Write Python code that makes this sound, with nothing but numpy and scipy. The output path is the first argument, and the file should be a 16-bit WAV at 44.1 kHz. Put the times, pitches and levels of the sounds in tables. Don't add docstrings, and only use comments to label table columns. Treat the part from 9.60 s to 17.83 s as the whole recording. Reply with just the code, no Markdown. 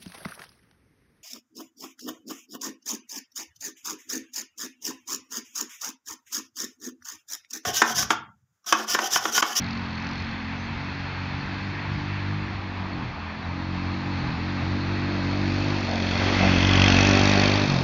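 import sys
import numpy as np
from scipy import signal
from scipy.fft import rfft, irfft, next_fast_len
from scipy.io import wavfile
from scipy.ndimage import uniform_filter1d, map_coordinates

SR = 44100
rng = np.random.default_rng(int(sys.argv[2]) if len(sys.argv) > 2 else 0)


def boost_factor(decibels):
    exponent = np.asarray(decibels, float) / 20
    return 10 ** exponent


def transcribe(u):
    v = np.clip(np.atleast_2d(u).T, -1, 1)
    q = np.round(v * 32767).astype(np.int16)
    wavfile.write(sys.argv[1], SR, q)


N = 362943
STEP = 32

# time in seconds, loudness of its rush in dB,
# heading in degrees (0 = straight at the microphone).
COURSE = [(0, -38, -100), (.7, -38, -100), (1.0, -39.5, -91.5), (1.5, -39, -78), (2.6, -39.5, -53.5),
          (3.0, -41.5, -29), (3.9, -42, -13), (4.55, -39.5, -1), (4.8, -39.5, 3), (5.7, -36.5, 10),
          (6.1, -34, 33), (6.4, -34, 54), (6.7, -28, 82), (7.05, -27, 104), (7.25, -23, 126),
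          (7.85, -26, 157.5), (8.05, -30, 164), (8.23, -33.5, 173)]
# time in seconds, share of knocks (0-1),
# boom of the body (0-1), pipe mouth in view (0-1).
FACING = [(0, .45, 0, 0.1), (.7, 0.4, 0, 0), (1.2, 0.15, 0.04, .3), (4.6, 0.15, 0.13, 0.48),
          (5.3, 0.32, 0.61, 0.24), (6.3, 0.57, 0.88, 0), (6.9, 0.32, .8, 0.13), (7.25, 0.62, 0.66, 0.29),
          (7.55, 0.57, 1, 0.7), (8, .45, .9, 0.82), (8.1, 0.6, 0.91, 0.14)]
# time in seconds, firing rate in Hz, effort in dB.
ENGINE = [(0, 45.46, -32.5), (.5, 45.9, -33.5), (.8, 44.63, -33), (1.24, 46.64, -32.5), (1.6, 46.84, -32.5),
          (2.0, 48.33, -31.5), (2.76, 50.57, -29), (2.86, 48.03, -29), (3.28, 47.38, -30.5),
          (3.47, 40.3, -33.5), (3.85, 43.12, -30.5), (3.99, 45.2, -30), (4.93, 47.82, -27.5),
          (6.13, 49.7, -24), (6.29, 46.74, -26), (6.85, 47.71, -21), (7.4, 48.32, -18.5), (8.0, 50.1, -22)]
# start in seconds, end in seconds, depth (0-1).
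COASTS = [
    (.62, .74, 0.3),
    (.8, .87, 0.7),
    (2.86, 3.33, 0.75),
    (3.52, 3.87, 0.97),
    (4.76, 4.8, 0.6),
    (6.18, 6.8, 0.5),
]
# start in seconds, end in seconds, depth (0-1).
DRAGS = [
    (.38, .42, 0.4),
    (3.36, 3.46, 0.61),
    (4.62, 4.75, 0.75),
    (8.06, 8.4, 0.98),
]


def clock():
    return np.arange(0, N + STEP, STEP) / SR


def fine(slow):
    return np.interp(np.arange(N) / SR, clock(), slow)


def curves(rows):
    s, *cols = np.transpose(rows)
    return [np.interp(clock(), s, c) for c in cols]


def wobble(rate):
    knots = rng.standard_normal(int(N * rate / SR) + 4)
    return map_coordinates(knots, [clock() * rate])


def unit(x):
    return x / np.sqrt(np.mean(x ** 2) + 1e-20)


def filtered(x, response):
    m = next_fast_len(N + 8192)
    hz = np.fft.rfftfreq(m, 1 / SR)
    return irfft(rfft(x, m) * response(hz), m)[..., :N]


def coloured(x, spectrum, lo_hz=0, hi_hz=SR):
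    hz, db = np.transpose(spectrum)

    def response(f):
        level_db = np.interp(np.log(f + 1), np.log(hz), db, -120, -120)
        return boost_factor(level_db) * (f >= lo_hz) * (f < hi_hz)

    return unit(filtered(x, response))


def ringing(x, hz, width):
    return unit(filtered(x, lambda f: (1j * f * width / (hz * hz - f * f + 1j * f * width)) ** 2))


def patchy(depth_db):
    z = signal.stft(rng.standard_normal(N + 512), nperseg=512)[2]
    field = uniform_filter1d(rng.standard_normal(z.shape), size=5, axis=0)
    field = uniform_filter1d(field, size=10, axis=1)
    return unit(signal.istft(z * boost_factor(depth_db * unit(field)), nperseg=512)[1][:N])


def pedal(spans):
    t = clock()
    change_s = 0.044
    return sum(depth * np.clip(np.minimum(t - a, b - t) / change_s + .5, 0, 1) for a, b, depth in spans)


def nearness():
    return np.clip((curves(COURSE)[0] + 38.2) / 8, 0, 1)


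def seen(sides):
    side_headings = (-100, -60, 0, 120)
    return np.interp(curves(COURSE)[1], side_headings, sides)


def firing_hz():
    # time of the lowest speed in seconds, loss in %, slowing in seconds, recovery in seconds.
    ruts = [(.34, 8, .09, .14), (.6, 3, .09, .1), (.85, 3, .08, .05), (1.12, 1, .08, .1),
            (1.51, 2.5, .15, .12), (1.74, 2, .08, .11), (2.2, 2, .06, .06), (2.45, 2.5, .08, .06),
            (2.62, 4.5, .11, .12), (3.12, 2, .1, .1), (4.24, 1, .2, .2), (4.74, 14.5, .2, .19),
            (5.02, 9, .08, .14), (5.25, 4, .08, .09), (5.46, 3, .09, .08), (5.62, 6.5, .08, .16),
            (5.87, 5.5, .05, .16), (6.19, 1.8, .05, .09), (6.35, 4.5, .06, .45), (6.97, 7.5, .11, .1),
            (7.17, 3, .08, .08), (7.33, 4, .06, .1), (8.2, 13.5, .17, .5)]
    t = clock()
    loss = sum(np.interp(t, [s - fall, s, s + rise], [0, share, 0]) for s, share, fall, rise in ruts)
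    return curves(ENGINE)[0] * (1 - loss / 100)


def crank():
    return 1.05 + np.cumsum(fine(firing_hz())) / SR + 0.0074 * fine(wobble(30))


def orders_db():
    # order, level against the effort in dB at each of the four headings.
    voice = [(2, -6.5, -4, -4, -4), (3, -9, -8, -9.5, -11.5), (4, -10, -10, -8.5, -10),
             (5, -4, -21, -10.5, -8.5), (6, -9.5, -11.5, -10, -9), (7, -20.5, -20.5, -11.5, -16)]
    # order, change coasting in dB, change dragged in dB.
    pedal_effect = [(2, -4, -11.5), (3, -14.5, 6), (4, -6.5, 2), (5, -0.5, -4.5), (6, -6.5, -6),
                    (7, -1.5, -0.5)]
    # time in seconds, order, change in dB, length in seconds.
    swells = [(.2, 4, 6, .1), (.87, 4, -12, .04), (1.85, 4, 4, 0.043), (2.06, 4, 2.5, .05),
              (2.16, 4, -15, .03), (2.36, 3, 7.5, 0.047), (2.75, 3, 4.5, .1), (2.4, 5, 1, .3),
              (1.6, 5, -4.5, 0.1), (.65, 5, -4.5, .08), (5.8, 6, 3, 0.062), (7.25, 2, 2.5, .15),
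              (1.3, 2, 2.5, .25), (4.68, 3, -0.5, 0.044), (3.2, 4, 5.5, 0.07), (3.4, 7, 6.5, 0.085),
              (6.05, 4, -13, 0.073), (6.37, 5, 2, 0.071), (6.85, 4, 8.5, 0.057), (6.68, 3, -8.5, .06),
              (6.92, 3, -7, .07), (8.12, 3, 4, .05), (3.7, 5, 4.5, .1), (3.6, 2, 1, .08), (3.0, 3, -6, .08),
              (7.8, 4, 2.5, .15), (7.8, 7, 4, 0.098)]
    t, effort_db = clock(), curves(ENGINE)[1]
    coast, drag = pedal(COASTS), pedal(DRAGS)
    levels = []
    for (_, *sides), (_, coast_db, drag_db) in zip(voice, pedal_effect):
        levels.append(effort_db + seen(sides) + coast_db * coast + drag_db * drag)
    for s, order, db, length in swells:
        i = round(order) - 2
        levels[i] = levels[i] + db * np.exp(-.5 * ((t - s) / length) ** 2)
    return levels


def note(turns, near):
    # order, level against its common level in dB.
    crack = [(8, -8.5), (9, -19.5), (10, -12.5), (11, -14.5), (12, -7.5), (13, -15.5), (14, -14),
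             (16, -11.5), (19, -21.5), (24, -14)]
    low_db = orders_db()
    levels = [(0.99, low_db[0] - 15.5 + 4 * near)]
    levels += list(zip(range(2, 8), low_db))
    crack_db = curves(COURSE)[0] - 20 + 9 * near + 12 * curves(FACING)[2]
    levels += [(k, crack_db + np.interp(k, *np.transpose(crack))) for k in range(8, 25)]
    loose = 1 - 0.25 * near
    tone = np.zeros(N)
    for k, db in levels:
        unsteady_db = (1.34 + 0.13 * k) * loose * wobble(14)
        lead = .03 * k * k if k < 8 else .62 * k - np.pi
        drift = (1 - near) * (np.pi / 2 * (k % 2) + .8 * wobble(1.3))
        jitter = .06 * k * loose * wobble(12)
        tone -= fine(boost_factor(db + unsteady_db)) * np.cos(2 * np.pi * k * turns + fine(lead + drift + jitter))
    return np.sqrt(2) * tone


def turbulence(near):
    # frequency in Hz, level in dB per Hz.
    air = [(22, -14.5), (42, -7.5), (70, -0.5), (120, -2.5), (200, -5.5), (330, -11.5), (420, -24),
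           (700, -40)]
    level_db = -40.5 + 4 * near + 3.5 * pedal(DRAGS) + 2.5 * wobble(8)
    return fine(boost_factor(level_db)) * coloured(rng.standard_normal(N), air)


def puffs(turns, decay, scatter_db):
    turns = turns + .07
    sizes = boost_factor(scatter_db * rng.standard_normal(600))
    part = turns % 1
    return sizes[turns.astype(int)] * np.exp(-part / decay) * (1 - np.exp(-part / 0.069))


def gear_db():
    # heading in degrees, body drone against the rush in dB, rattle against the rush in dB.
    gear_sides = [(-100, -2.5, -10), (-54, -2, -9.5), (-16.5, 1.5, -10.5), (0, 1, -7.5), (36, 0.5, -5.5),
                  (79, -1.5, -8), (155, -4.5, -8), (168.5, 2.5, -5)]
    loud_db, heading = curves(COURSE)
    sides, drone_db, rattle_db = np.transpose(gear_sides)
    own = np.interp(heading, sides, drone_db), 0, np.interp(heading, sides, rattle_db)
    return [loud_db + db + 0.45 * wobble(9) for db in own]


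def gear(turns, near, band_db):
    # frequency in Hz, level in dB per Hz.
    far_colour = [(220, -30), (370, -3.5), (573, -6.5), (877, 2.5), (1330, -1), (1660, 1), (2190, -0.5),
                  (2540, -2), (2880, -9.5), (3220, -8.5), (3940, -7.5), (4300, -6.5), (5450, -18.5),
                  (6180, -23), (7360, -34), (9570, -68), (16200, -120)]
    # frequency in Hz, level in dB per Hz.
    near_colour = [(240, -7), (400, 1), (452, -4.5), (584, -0.5), (1150, -6.5), (1270, -5.5), (1460, -4),
                   (2280, -4), (2580, -3), (2920, -11), (3210, -6.5), (4050, -11.5), (4410, -9.5),
                   (6060, -16.5), (7360, -34.5), (9570, -68.5), (16200, -120)]
    split_hz = (1300, 3600)
    share, boom, _ = np.clip(curves(FACING), 0, 1)
    edges = (0, *split_hz, SR)
    out = np.zeros(N)
    for k, bias in enumerate([.4, .5, .9]):
        knock = unit(rng.standard_normal(N) * puffs(turns, 0.12, 1.8))
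        drive = fine(np.sqrt(1 - share)) * patchy(0.75) + fine(bias * share) * knock
        far = coloured(drive, far_colour, edges[k], edges[k + 1])
        close = coloured(drive, near_colour, edges[k], edges[k + 1])
        mix = near if k else boom
        out += fine(boost_factor(band_db[k]) * (1 - mix)) * far
        out += fine(boost_factor(band_db[k]) * mix) * close
    return out


def casing(turns, band_db):
    # frequency in Hz, width in Hz,
    # level in dB, time when loudest in seconds, spread in seconds.
    casing_modes = [(2060, 130, -37, 6.93, .3), (2563, 160, -31, 7.37, 0.35),
                    (2800, 800, -31.5, 7.22, 0.15), (3270, 260, -29, 7.2, 0.13),
                    (5255, 200, -38, 7.23, 0.09), (6020, 150, -40, 7.363, 0.22),
                    (4499, 240, -35.5, 7.75, 0.2), (3730, 600, -36, 7.85, 0.23),
                    (633, 89, -38.5, 7.56, 0.3), (4300, 350, -54, .5, 0.22), (5100, 500, -55, .52, 0.08),
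                    (5930, 300, -59.5, .5, 0.11), (3381, 300, -40, 6.5, 0.12),
                    (4400, 900, -47.5, 0.09, .07), (5700, 890, -38.5, 7.527, 0.28)]
    # frequency in Hz, width in Hz, level against its band in dB.
    shroud = [(2606, 230, -12), (4344, 190, -7)]
    ring, t = np.zeros(N), clock()
    for hz, width, db, s, spread in casing_modes:
        blows = rng.standard_normal(N) * puffs(turns, 0.11, 1.3)
        facing = np.exp(-.5 * ((t - s) / spread) ** 2)
        ring += fine(boost_factor(db) * facing) * ringing(blows, hz, 1.2 * width)
    for level_db, (hz, width, db) in zip(band_db[1:], shroud):
        ring += fine(boost_factor(level_db + db)) * ringing(patchy(2.2), hz, width)
    return ring


def bumps():
    # time in seconds, level in dB, length in seconds.
    edge_hits = [
        (6.335, -31, 0.036),
        (6.622, -33.5, 0.025),
        (6.848, -26, .03),
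        (7.292, -32, .025),
    ]
    # frequency in Hz, level in dB per Hz.
    frame = [(300, -34.5), (420, -12.5), (560, -1), (800, -1.5), (1000, -14.5), (1400, -30)]
    t = np.arange(N) / SR
    shudder = sum(boost_factor(db) * np.exp(-.5 * ((t - s) / length) ** 2) for s, db, length in edge_hits)
    return shudder * coloured(rng.standard_normal(N), frame)


def squeaks():
    # start in seconds, peak in dB, first frequency in Hz, last frequency in Hz, length in seconds.
    whistles = [
        (0.962, -55, 5900, 6300, 0.085),
        (1.024, -57, 6100, 6250, .05),
        (3.326, -39, 4340, 4400, 0.016),
        (3.83, -43, 3870, 3880, 0.026),
    ]
    out = np.zeros(N)
    for s, db, from_hz, to_hz, length in whistles:
        n = int(length * SR)
        hz = np.linspace(from_hz, to_hz, n) + 45 * fine(wobble(150))[:n]
        whistle = np.sin(2 * np.pi * np.cumsum(hz) / SR)
        out[round(s * SR):][:n] += boost_factor(db) * np.hanning(n) * whistle
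    return out


def scene():
    turns, near, band_db = crank(), nearness(), gear_db()
    engine = note(turns, near) + turbulence(near)
    body = gear(turns, near, band_db) + casing(turns, band_db)
    return (engine + body + bumps() + squeaks())[None]


def roll_off(x):
    return signal.sosfilt(signal.butter(12, 7510, fs=SR, output="sos"), x)


def record(dry):
    hz, t, z = signal.stft(dry, SR, nperseg=1024)
    edge_hz = 7250 + 100 * rng.standard_normal(100)[(t * 9).astype(int)]
    kept = signal.istft(z * (hz[:, None] < edge_hz), SR, nperseg=1024)[1][:, :N]
    return roll_off(kept)


dry = scene()
out = record(dry)
transcribe(out)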